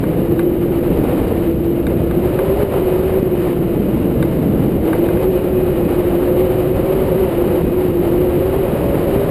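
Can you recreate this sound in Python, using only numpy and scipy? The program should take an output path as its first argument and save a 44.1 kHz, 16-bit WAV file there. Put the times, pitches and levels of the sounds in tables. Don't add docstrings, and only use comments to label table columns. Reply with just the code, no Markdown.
import sys
import numpy as np
from scipy import signal
from scipy.fft import rfft, irfft
from scipy.io import wavfile
from scipy.ndimage import uniform_filter1d

SR = 44100
rng = np.random.default_rng(int(sys.argv[2]) if len(sys.argv) > 2 else 0)


def inscribe(sig):
    pcm = np.round(np.clip(np.atleast_2d(sig).T, -1, 1) * 32767)
    wavfile.write(sys.argv[1], SR, pcm.astype(np.int16))


N = 410130
TIME = np.arange(N) / SR
CRUISE_HZ = 360

# start t/s, end t/s, hum level/dB
SMOOTH_SPELLS = [(0.225, 0.862, -17.5), (1.32, 1.84, -18), (2.077, 3.71, -17.5), (4.82, 8.703, -17.5),
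                 (9.11, 9.398, -19)]


def gain_of(db):
    return 10 ** (np.asarray(db) / 20)


def evened(x):
    return x / np.sqrt(np.mean(abs(x) ** 2) + 1e-20)


def curve(rows):
    t, values = np.transpose(rows)
    return np.interp(TIME, t, values)


def add(mix, start_s, sound):
    part = mix[max(round(start_s * SR), 0):][:len(sound)]
    part += sound[:len(part)]


def noise(points):
    hz, db = np.transpose(points)
    bins = np.fft.rfftfreq(N, 1 / SR)
    shape_db = np.interp(np.log(bins + 1), np.log(hz), db)
    colour = gain_of(shape_db) * (bins < hz[-1])
    return evened(irfft(rfft(rng.standard_normal(N)) * colour, N))


def wander(rate_hz):
    bins = np.fft.rfftfreq(N, 1 / SR)
    slowing = 1 + (bins / rate_hz) ** 2
    return evened(irfft(rfft(rng.standard_normal(N)) / slowing, N))


def flow():
    # t/s, f/Hz
    hum_pitch = [(0.0, 343), (0.4, 337.3), (0.48, 350.2), (1.67, 332.7), (2.17, 346.8), (2.63, 401.3),
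                 (2.86, 367.6), (3.06, 379.4), (4.15, 314), (4.77, 314.1), (5.4, 376.9), (5.94, 349),
                 (6.97, 382.3), (7.37, 362.6), (7.88, 364.2), (7.98, 341), (8.57, 385.8), (9.3, 392.7)]
    # t/s, level/dB
    gust_strength = [(0.0, -33), (0.55, -35.5), (1.12, -29), (1.62, -35.5), (2.21, -32.5), (2.36, -29.5),
                     (3.09, -29.5), (3.28, -34.5), (3.5, -30.5), (3.56, -33.5), (4.8, -33), (4.87, -30),
                     (5.29, -32), (6.38, -30.1), (7.1, -30), (7.95, -31.5), (8.92, -28.8), (9.3, -28.4)]
    usual_gust_db = -32
    return curve(hum_pitch) / CRUISE_HZ, curve(gust_strength) - usual_gust_db


def spell(start_s, end_s):
    settle_s = 0.11
    return np.clip(np.minimum(TIME - start_s, end_s - TIME) / settle_s + 0.5, 0, 1)


def rough_air():
    return 1 - np.max([spell(start, end) for start, end, _ in SMOOTH_SPELLS], axis=0)


def wind():
    # f/Hz, relative level per Hz/dB
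    rumble_spectrum = [(10, -21), (25, -6), (45, -2), (65, 2), (105, -.5), (150, -7.5), (260, -21),
                       (600, -59.5)]
    buffet_spectrum = [(60, -20), (110, -5), (160, 0.5), (260, -3), (340, 0), (430, -9), (600, -14.5),
                       (1200, -53)]
    roar_spectrum = [(250, -17), (400, -1.5), (520, -1), (620, -6), (800, -11), (1000, -15.5), (1300, -20),
                     (1800, -31), (3000, -51)]
    rush_spectrum = [(600, -13.5), (1200, 4), (1750, 5.5), (2050, 6), (2400, 5), (2650, 3), (2930, 5.5),
                     (3400, -4), (3850, -2), (4250, -8), (4600, -8.5), (5100, -10.5), (5500, -13.5),
                     (6000, -7)]
    speed, gust_db = flow()
    eddies_db = 2 * rough_air() - 9 * np.log2(speed)
    flutter = wander(rate_hz=18)

    rumble_db = -25.5 + 0.55 * gust_db + 0.35 * eddies_db + 1.2 * wander(rate_hz=13)
    buffet_db = -19.5 + eddies_db + 0.91 * wander(rate_hz=38)
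    roar_db = -25.5 + 1.17 * gust_db + 1.45 * flutter
    rush_db = -40 + 0.87 * gust_db + 1.05 * flutter + 0.9 * wander(rate_hz=350)

    rumble = noise(rumble_spectrum) * gain_of(rumble_db)
    buffet = noise(buffet_spectrum) * gain_of(buffet_db)
    roar = noise(roar_spectrum) * gain_of(roar_db)
    rush = noise(rush_spectrum) * gain_of(rush_db)
    return rumble + buffet + roar + rush


def thumps(length_s):
    # t/s, peak level/dB
    eddy_hits = [(2.633, 0.5), (3.229, -1.5), (9.088, -5), (9.160, -2)]
    out = np.zeros(N)
    u = np.arange(SR // 50) / SR / length_s - 2
    push = u * np.exp(-u ** 2)
    for start_s, db in eddy_hits:
        add(out, start_s, gain_of(db) * push / abs(push).max())
    return out


def shedding(hz, width_hz, lock):
    swing = wander(width_hz) + 1j * wander(width_hz)
    swing = swing / (abs(swing) + 1e-3) ** np.clip(lock, 0, 1)
    turning = np.exp(2j * np.pi * np.cumsum(hz * np.ones(N)) / SR)
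    return evened((swing * turning).real)


def tubes():
    # start t/s, end t/s, extra level/dB
    thin_tube_swells = [(2.38, 2.536, 6), (6.293, 6.5, 8), (7.08, 7.259, 4)]
    speed, gust_db = flow()
    hz = CRUISE_HZ * speed * (1 + 0.00806 * wander(rate_hz=5.93))
    strength = sum(gain_of(db) * spell(start, end) for start, end, db in SMOOTH_SPELLS)
    thick = shedding(hz, width_hz=13.3, lock=0.37) * strength
    ragged = shedding(hz * 0.9, width_hz=65, lock=0.11) * gain_of(-24.5) * rough_air()

    swell_db = sum(db * spell(start, end) for start, end, db in thin_tube_swells)
    thin_db = -29.0 + 0.75 * gust_db + swell_db + 1.9 * wander(rate_hz=16)
    thin = shedding(hz * 1.43, width_hz=25.4, lock=0.071) * gain_of(thin_db)
    return thick + ragged + thin


def ticks(level_db, scatter, contact_s):
    # t/s, level before level_db is added/dB, brightness/(dB per octave)
    blows = [(0.0387, -18.5, -5), (0.3931, -16, -1.5), (1.8676, -18.5, 3), (2.111, -21.5, -1.5),
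             (2.3896, -14.5, -8), (4.2264, -17, 2), (4.9313, -13, -5.5), (5.0883, -17, -5),
             (5.171, -22, -5)]
    # f/Hz, level/dB, time to die down by 60 dB/s
    frame_modes = [(920, -5, .04), (1150, -2, .03), (1490, -3, .03), (1585, -2, .028), (2075, -13, .14),
                   (2300, -6, .03), (3680, -11, .028), (3830, -16, .025), (4400, -23, .02)]
    pivot_hz = 1500
    out = np.zeros(N)
    t = np.arange(SR // 5) / SR
    hz, mode_db, t60 = np.transpose(frame_modes)[:, :, None]
    detunes = rng.standard_normal((len(blows), len(frame_modes), 1))
    for (start_s, db, brightness), detune in zip(blows, detunes):
        struck = gain_of(mode_db + brightness * np.log2(hz / pivot_hz))
        fading = np.exp(-np.log(1000) * t / t60)
        modes = struck * fading * np.sin(2 * np.pi * hz * (1 + scatter * detune) * t)
        ring = modes.sum(0) * (1 - np.exp(-t / contact_s))
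        add(out, start_s, gain_of(db + level_db) * ring / abs(ring).max())
    return out


def wire():
    _, gust_db = flow()
    wire_db = -55.0 + 0.9 * gust_db + 2.5 * wander(rate_hz=1.5)
    return shedding(2509, width_hz=5.9, lock=0.3) * gain_of(wire_db)


def scene():
    air = wind() + thumps(length_s=0.00084)
    frame = tubes() + ticks(level_db=1.0, scatter=0.0082, contact_s=0.00022)
    return (air + frame + wire())[None]


def limiter(x, ceiling_db, recovery_db_per_s):
    fall = TIME * recovery_db_per_s
    peak_db = np.maximum.accumulate(20 * np.log10(abs(x) + 1e-6) + fall) - fall
    cut_db = uniform_filter1d(np.maximum(peak_db - ceiling_db, 0), size=60)
    return x / gain_of(cut_db)


def record(dry):
    hold_hz, edge_hz = 12000, 15280
    limited = limiter(dry[0], ceiling_db=-3.5, recovery_db_per_s=65)
    dulled = signal.oaconvolve(limited, signal.firwin(71, 5550, fs=SR), "same")
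    coarse = signal.resample_poly(dulled, hold_hz, SR)
    stairs = signal.resample_poly(np.repeat(coarse, 4), SR, 4 * hold_hz)[:N]
    band_limit = signal.firwin(1023, edge_hz, window=("kaiser", 9), fs=SR)
    return signal.oaconvolve(stairs, band_limit, "same")[None]


dry = scene()
out = record(dry)
inscribe(out)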